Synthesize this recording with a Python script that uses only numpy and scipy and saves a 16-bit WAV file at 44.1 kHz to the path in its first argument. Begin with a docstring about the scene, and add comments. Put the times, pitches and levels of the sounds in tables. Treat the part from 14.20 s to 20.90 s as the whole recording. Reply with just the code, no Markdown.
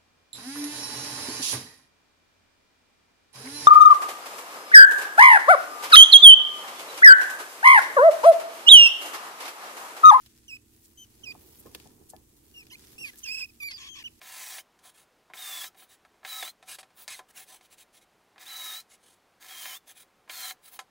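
"""Over quiet workshop air, a cordless drill bores six holes in plywood on a steel bench, in quick succession.
In each short burst the bit catches, the gears whine and sag under load, and tearing fibres ring the board and
bench until the bit breaks through. Between holes the board is knocked and slid over the steel. After the third
hole comes a longer shuffle, where its edge sticks and slips in brief screeches. Three more holes follow, then
two quick slides and a last hard knock, all close to one microphone."""
import sys
import numpy as np
from scipy import signal
from scipy.fft import rfft, irfft, next_fast_len
from scipy.io import wavfile
from scipy.ndimage import uniform_filter1d

SR = 44100
rng = np.random.default_rng(int(sys.argv[2]) if len(sys.argv) > 2 else 0)


def master_out(mix):
    """Clip the mix to full scale and print it as 16-bit PCM to the path in sys.argv[1]."""
    frames = np.transpose(np.atleast_2d(mix))
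    ceiling = np.clip(frames, -1, 1)
    pcm = np.round(ceiling * 32767).astype(np.int16)
    wavfile.write(sys.argv[1], SR, pcm)


N = 295470


def amp(db):
    """Decibels to gain."""
    return 10 ** (np.asarray(db) / 20)


def unit(x):
    """Scale to rms 1."""
    return x / np.sqrt(np.mean(x ** 2) + 1e-20)


def eq_curve(points, hz):
    """EQ gain in dB: breakpoints joined on a log frequency axis."""
    point_hz, point_db = np.transpose(points)
    return np.interp(np.log(hz + 1), np.log(point_hz), point_db)


def bell(hz, centre_hz, width_hz):
    """Power response of one resonance."""
    return 1 / (1 + (2 * (hz - centre_hz) / width_hz) ** 2)


def resonant(modes, hz):
    """Response in dB of resonances standing on a flat base."""
    return 10 * np.log10(1 + sum(amp(db) ** 2 * bell(hz, centre, width) for centre, width, db in modes))


def colour(x, gain_db):
    """Minimum-phase EQ; gain_db is a function of frequency."""
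    size = 2 * next_fast_len(len(x) // 2 + 4096)
    cepstrum = irfft(np.log(amp(gain_db(np.fft.rfftfreq(size, 1 / SR))) + 1e-6))
    cepstrum[1:size // 2] *= 2
    cepstrum[size // 2 + 1:] = 0
    return irfft(rfft(x, size) * np.exp(rfft(cepstrum)))[:len(x)]


def wobble(rate):
    """Smooth random modulation, rate knots a second."""
    knots = rng.standard_normal(int(N * rate / SR) + 4)
    curve = signal.resample(knots, len(knots) * 8)
    return np.interp(np.arange(N) * rate / SR * 8, np.arange(len(curve)), curve)


def ramp(t, start, length):
    """Rises from 0 to 1 over length seconds."""
    return np.clip((t - start) / length, 0, 1)


def grains(rate, spread_db):
    """Tiny snaps of uneven size, about rate a second."""
    chance, size, sign = rng.random(N), rng.exponential(size=N), rng.standard_normal(N)
    return unit((chance < rate / SR) * amp(spread_db * np.minimum(size, 4)) * np.sign(sign))


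def patchy(x, depth_db):
    """Narrow resonances that come and go as the point of contact moves."""
    spectrum = signal.stft(x, nperseg=512)[2]
    patches = uniform_filter1d(rng.standard_normal(spectrum.shape), size=3, axis=0)
    patches = uniform_filter1d(patches, size=18, axis=1)
    return unit(signal.istft(spectrum * amp(depth_db * unit(patches)), nperseg=512)[1][:N])


# room tone EQ: f/Hz, level/dB
AIR_EQ = [(12, -47), (20, -12.5), (145, -10.5), (181, -7), (268, -8.5), (355, -6.5), (496, -6.5),
          (754, -8.5), (819, -8), (1210, -9.5), (15800, -30.5)]


def air():
    """The bed: a steady room rush with a faint hollow tone."""
    tone_db = lambda hz: eq_curve(AIR_EQ, hz) + 3.0 * bell(hz, centre_hz=760, width_hz=69)
    return amp(-67) * unit(colour(rng.standard_normal(N), tone_db))


# drill cues, one per hole: touch t/s, spin-up t/s, break-through t/s, trigger off t/s, rise to full load
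# t/s, entry whine f/Hz, deep whine f/Hz, free whine f/Hz, whine level/dB, cut level/dB, hiss level/dB
HOLES = [(0.008, 0.055, 0.365, 0.41, 0.17, 2958, 2407, 3150, -60.5, -48.5, -44.5),
         (1.133, 1.169, 1.42, 1.482, 0.12, 3837, 3365, 4000, -44.5, -47, -41.5),
         (2.036, 2.06, 2.245, 2.306, 0.059, 4133, 3740, 4150, -44.5, -48, -43.5),
         (4.187, 4.261, 4.545, 4.61, 0.17, 4056, 3777, 4108, -43, -47.5, -43.5),
         (5.198, 5.276, 5.538, 5.576, 0.18, 3340, 3053, 3600, -49, -48, -44),
         (6.086, 6.102, 6.3, 6.324, 0.14, 4510, 3995, 4080, -47.5, -45.5, -40)]


def drill():
    """Load builds as the bit sinks: the motor sags and the cut grows, until break-through frees it."""
    t = np.arange(N) / SR
    tip_load, ripple_hz = 0.35, 11.3
    spin_up_s, brake_s = 0.01, 0.007  # time constants
    free_whine_db, exit_cut_db, exit_hiss_db = -52, -13.5, -8.5
    whine_hz, whine, cut, hiss = np.zeros((4, N))
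    for touch, spin, through, stop, bite_s, entry_hz, deep_hz, free_hz, whine_db, cut_db, hiss_db in HOLES:
        load = tip_load + (1 - tip_load) * ramp(t, spin, bite_s) ** 0.76
        breakout = ramp(t, through, stop - through)
        freed = breakout ** 2
        brake = np.exp(-np.maximum(t - stop, 0) / brake_s)
        running = (t > spin) & (brake > amp(-30))
        spin_up = 1 - 0.22 * np.exp(-np.maximum(t - spin, 0) / spin_up_s)
        # drag on the bit comes and goes, rippling the speed
        ripple = 1 + 0.01114 * (1 - freed) * np.sin(2 * np.pi * ripple_hz * (t - spin - spin_up_s))
        sag_hz = (entry_hz - deep_hz) * ramp(t, spin, through - spin) ** 0.7
        recovery_hz = (free_hz - deep_hz) * breakout
        whine_hz += running * spin_up * ripple * (entry_hz - sag_hz + recovery_hz)
        singing = running * ramp(t, spin, length=0.0061) * brake ** 2
        whine += singing * load ** 0.77 * amp(whine_db + freed * (free_whine_db - whine_db))
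        burst = ramp(t, touch, length=0.023) * brake
        cut += burst * load ** 0.67 * amp(cut_db + freed * exit_cut_db)
        hiss += burst * load * amp(hiss_db + freed * exit_hiss_db)
    feed_sway = 1 + 0.003 * wobble(40)  # feed pressure bends the pitch
    return gears(whine_hz * snags(t) * feed_sway, whine, hiss) + cutting(cut, hiss)


# resonances of the board on the bench: f/Hz, width/Hz, level/dB over the flat base
BOARD_MODES = [(346, 35, 8), (628.4, 25, 12.5), (756.2, 36.5, 19), (1020.4, 39, 16), (1325, 39, 12.5),
               (1715, 164, 12), (2152, 137, 10.5), (2430, 95, 7.5), (3250, 64, 5.5), (3790, 220, 6.5),
               (4580, 420, 0.5), (6370, 210, 2)]


def board(hz):
    """The ring of board and bench, as EQ in dB for cuts, hits and scrapes."""
    return resonant(BOARD_MODES, hz)


# EQ of the tearing fibres: f/Hz, level/dB
TEAR_EQ = [(100, -21), (330, -14.5), (520, -14), (750, -8), (1300, -1.5), (1480, -5), (1750, 0.5),
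           (2500, 0), (4000, 1), (5500, -10), (9000, -51)]
# EQ of the chip hiss: f/Hz, level/dB
CHIP_EQ = [(1500, -39.5), (3000, -16), (5000, -1), (8500, -0.5), (11000, -1), (12700, -4), (14500, 1.5),
           (15800, 2)]


def cutting(cut, hiss):
    """Fibres tear in clumps and ring the board; the chips hiss on top."""
    clumps = wobble(130)
    fibres = grains(rate=7000, spread_db=4.0) * amp(1.03 * clumps)
    tearing = unit(colour(fibres, lambda hz: eq_curve(TEAR_EQ, hz) + board(hz)))
    spray = grains(rate=19000, spread_db=4.0) * amp(0.87 * clumps)
    chips = colour(spray, lambda hz: eq_curve(CHIP_EQ, hz) + board(hz))
    return cut * tearing + amp(1.94) * hiss * patchy(chips, depth_db=2.1)


def blow(start, db, thud_db, tick_db):
    """A sharp hit and short chatter ring the board; thud and tick are set against the mid clack."""
    out, t = np.zeros(N + SR), np.arange(SR // 4) / SR
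    # thud, clack, tick: band f/Hz, 60 dB decay t/s, level/dB
    layers = [((440, 1440), 0.079, thud_db + 0.0051), ((1580, 3860), 0.05, -1.96),
              ((3550, 10600), 0.082, tick_db - 1.4)]
    for band_hz, t60, layer_db in layers:
        chatter = rng.standard_normal(len(t)) * (amp(-60 * t / t60) + amp(-60 * t / 0.0021))
        band = signal.sosfilt(signal.butter(2, band_hz, "band", fs=SR, output="sos"), chatter)
        ring = colour(band, board)
        attack_rms = np.std(ring[:SR // 125])
        out[round(start * SR):][:len(t)] += amp(db + layer_db) * ring / attack_rms
    return out[:N]


# bit clack cues, as it catches and as it breaks through: t/s, level/dB
BIT_CLACKS = [(0.016, -46.5), (0.382, -41), (1.136, -41.5), (1.442, -41), (2.049, -36.5), (2.278, -42.5),
              (4.18, -51), (5.456, -38), (6.096, -36.5), (6.309, -40)]


def bit_clacks():
    """The bit clacks dryly as it catches in the wood, and again as it breaks through."""
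    return sum(blow(start, db, thud_db=-11, tick_db=-12.5) for start, db in BIT_CLACKS)


# partials of motor and gears: multiples of the shaft speed
GEAR_ORDERS = [4, 9.4, 20, 24, 27.5, 36.8, 39.2, 48]
# balance of those partials: level/dB
GEAR_LEVELS = [-17, -16, -24, -21.5, -13.5, -11.5, -12, -9]
# resonances of the drill's housing: f/Hz, width/Hz, level/dB over the flat base
HOUSING_MODES = [(1304, 32, 12), (3154, 180, 6)]


def gears(whine_hz, whine, hiss):
    """Meshing teeth sing the lead tone; more shaft partials ride the hiss envelope and ring the housing."""
    mesh_order = 12
    shaft_hz = whine_hz / mesh_order * (1 + 0.006 * wobble(220))  # the load shakes the speed
    shaft = 2 * np.pi * np.cumsum(shaft_hz) / SR
    mesh = whine * np.sqrt(2) * np.sin(mesh_order * shaft) * amp(2.3 * wobble(130))
    partials = np.zeros(N)
    for order, db in zip(GEAR_ORDERS, GEAR_LEVELS):
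        gain = amp(db + 3 * wobble(70))
        backlash = (0.35 + 0.017 * order) * wobble(260)  # blurs the high partials most
        partials += gain * np.sin(order * shaft + backlash)
    # uneven teeth repeat once a turn: a comb of weak partials that come and go
    comb = sum(wobble(25) * np.sin(order * shaft + rng.uniform(0, 2 * np.pi)) for order in range(9, 36))
    whirr = hiss * (whine_hz > 0) * (partials + amp(-11) * unit(comb))
    return mesh + colour(whirr, lambda hz: resonant(HOUSING_MODES, hz))


# knock cues: t/s, level/dB, hardness/dB (more tick, less thud)
KNOCKS = [(0.59, -69, 11.5), (0.652, -65, -4.5), (1.1, -62, -11.5), (1.546, -62.5, -0.5),
          (1.622, -59.5, -3.5), (1.85, -60.5, -3.5), (1.942, -71.5, -4), (2.031, -62, -8.5),
          (2.226, -36, 0.5), (2.427, -53.5, -0.5), (2.586, -46.5, 2), (2.63, -52, 0), (2.704, -67, -1),
          (2.879, -41, 10), (2.992, -46, -2.5), (3.41, -59.5, 4), (4.16, -67, -9.5), (4.603, -61, 17),
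          (6.077, -60.5, -4.5), (6.591, -38, 1.5)]


def knocks():
    """Knocks and bumps around the work, mostly the board on the bench, from dull thuds to hard ticks."""
    return sum(blow(start, db, thud_db=-1.5 - hard, tick_db=-6 + hard) for start, db, hard in KNOCKS)


def snags(t):
    """Share of the drill's speed left as knocks jam the bit: the louder, the deeper the pitch dip."""
    depth, lag_s, width_s = 0.085, 0.0094, 0.016
    loudest = max(db for _, db, _ in KNOCKS)
    jolts = sum(amp(db - loudest) * np.exp(-((t - start - lag_s) / width_s) ** 2) for start, db, _ in KNOCKS)
    return 1 - depth * jolts


# board slide cues: start t/s, end t/s, level/dB, sizzle level/dB against the scrape
SLIDES = [(0.642, 0.703, -54.5, -2), (0.755, 0.83, -58, -4), (1.577, 1.644, -57, 6.5),
          (1.696, 1.75, -56.5, -1), (2.486, 2.553, -41.5, -9), (2.591, 2.614, -48.5, -14),
          (2.777, 2.841, -53.5, 7.5), (2.899, 2.945, -41.5, -12), (2.942, 2.991, -49, -5),
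          (3.09, 3.112, -57, -2), (3.163, 3.233, -48, 3.5), (3.286, 3.365, -51, -2), (3.43, 3.465, -60, -4),
          (3.511, 3.546, -56, -1), (3.583, 3.63, -54, -3), (3.741, 3.789, -58.5, -2),
          (3.815, 3.839, -62.5, -12), (4.705, 4.754, -57, -29), (4.83, 4.946, -63, -12),
          (5.678, 5.721, -50.5, 1), (5.766, 5.827, -53, 2), (6.442, 6.496, -54, 7.5),
          (6.519, 6.568, -53.5, 8.5)]
# EQ of the wood-on-steel scrape: f/Hz, level/dB
SCRAPE_EQ = [(100, -13), (350, -11.5), (750, -9.5), (1400, -5.5), (2200, -3.5), (3000, 5), (4800, 0.5),
             (7000, 3), (10400, 6.5), (12500, -5)]
# EQ of its top-end sizzle: f/Hz, level/dB
SIZZLE_EQ = [(8000, -27), (11500, -9.5), (12700, -15.5), (14000, -16), (15800, -4.5)]


def slides():
    """Each push drags the board over gritty, ringing steel, swelling and dying with its speed."""
    t = np.arange(N) / SR
    scrape_power, sizzle_power = np.zeros((2, N))
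    for start, end, db, sizzle_db in SLIDES:
        off_centre = np.abs(t - (start + end) / 2) / ((end - start) / 2 + 0.0012)
        push = amp(db) ** 2 / (1 + off_centre ** 2.1 + off_centre ** 10)
        scrape_power += push
        sizzle_power += push * amp(sizzle_db) ** 2
    grit = lambda: grains(rate=14000, spread_db=2.0) * amp(1.7 * wobble(110))
    scrape = unit(colour(grit(), lambda hz: eq_curve(SCRAPE_EQ, hz) + board(hz)))
    scrape = patchy(scrape, depth_db=2.8)
    sizzle = unit(colour(grit(), lambda hz: eq_curve(SIZZLE_EQ, hz)))
    steel = unit(colour(grit(), lambda hz: 20 * np.log10(bell(hz, centre_hz=3620, width_hz=190))))
    return np.sqrt(scrape_power) * (scrape + amp(-22.5) * steel) + np.sqrt(sizzle_power) * sizzle


# screech cues: t/s, length/s, f/Hz, level/dB
SCREECHES = [(2.878, 0.022, 2250, -47), (2.902, 0.042, 2594, -42), (2.933, 0.025, 2110, -42),
             (3.163, 0.018, 2800, -46)]


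def screech():
    """The board's edge sticks and slips on the steel: short, rough, sagging tones with overtones."""
    out, t = np.zeros(N), np.arange(N) / SR
    sag_hz_per_s = 2300
    for start, length, hz, db in SCREECHES:
        progress = ramp(t, start, length)
        pitch_hz = (hz - sag_hz_per_s * length * progress) * (1 + 0.0245 * wobble(900))
        phase = 2 * np.pi * np.cumsum(pitch_hz) / SR
        tone = sum(amp(-4.5 * k) * np.sin((k + 1) * phase) for k in range(4))
        swell = np.sqrt(np.abs(np.sin(np.pi * progress)))
        out += swell * amp(db - 5.0 + 3.6 * wobble(400)) * unit(tone)
    return out


def workshop(x, t60=0.1):
    """The room's reflections: a short, tight reverb tail."""
    t = np.arange(SR // 3) / SR
    tail = rng.standard_normal(len(t)) * amp(-60 * t / t60) * (t > 0.003)
    return signal.fftconvolve(x, tail / np.linalg.norm(tail))[:N]


def scene():
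    """The mix: close-up work with a touch of room over the air bed, alike in both channels."""
    work = drill() + slides() + screech() + bit_clacks() + knocks()
    mono = work + amp(-18) * workshop(work) + air()
    return np.array([mono, mono])


def record(dry):
    """A steep high cut on the whole mix."""
    top_hz, fade_hz = 15830, 160
    size = next_fast_len(N + SR // 2)
    passed = np.clip((top_hz - np.fft.rfftfreq(size, 1 / SR)) / fade_hz + 0.5, 0, 1)
    return irfft(rfft(dry, size) * passed, size)[:, :N]


dry = scene()
out = record(dry)
master_out(out)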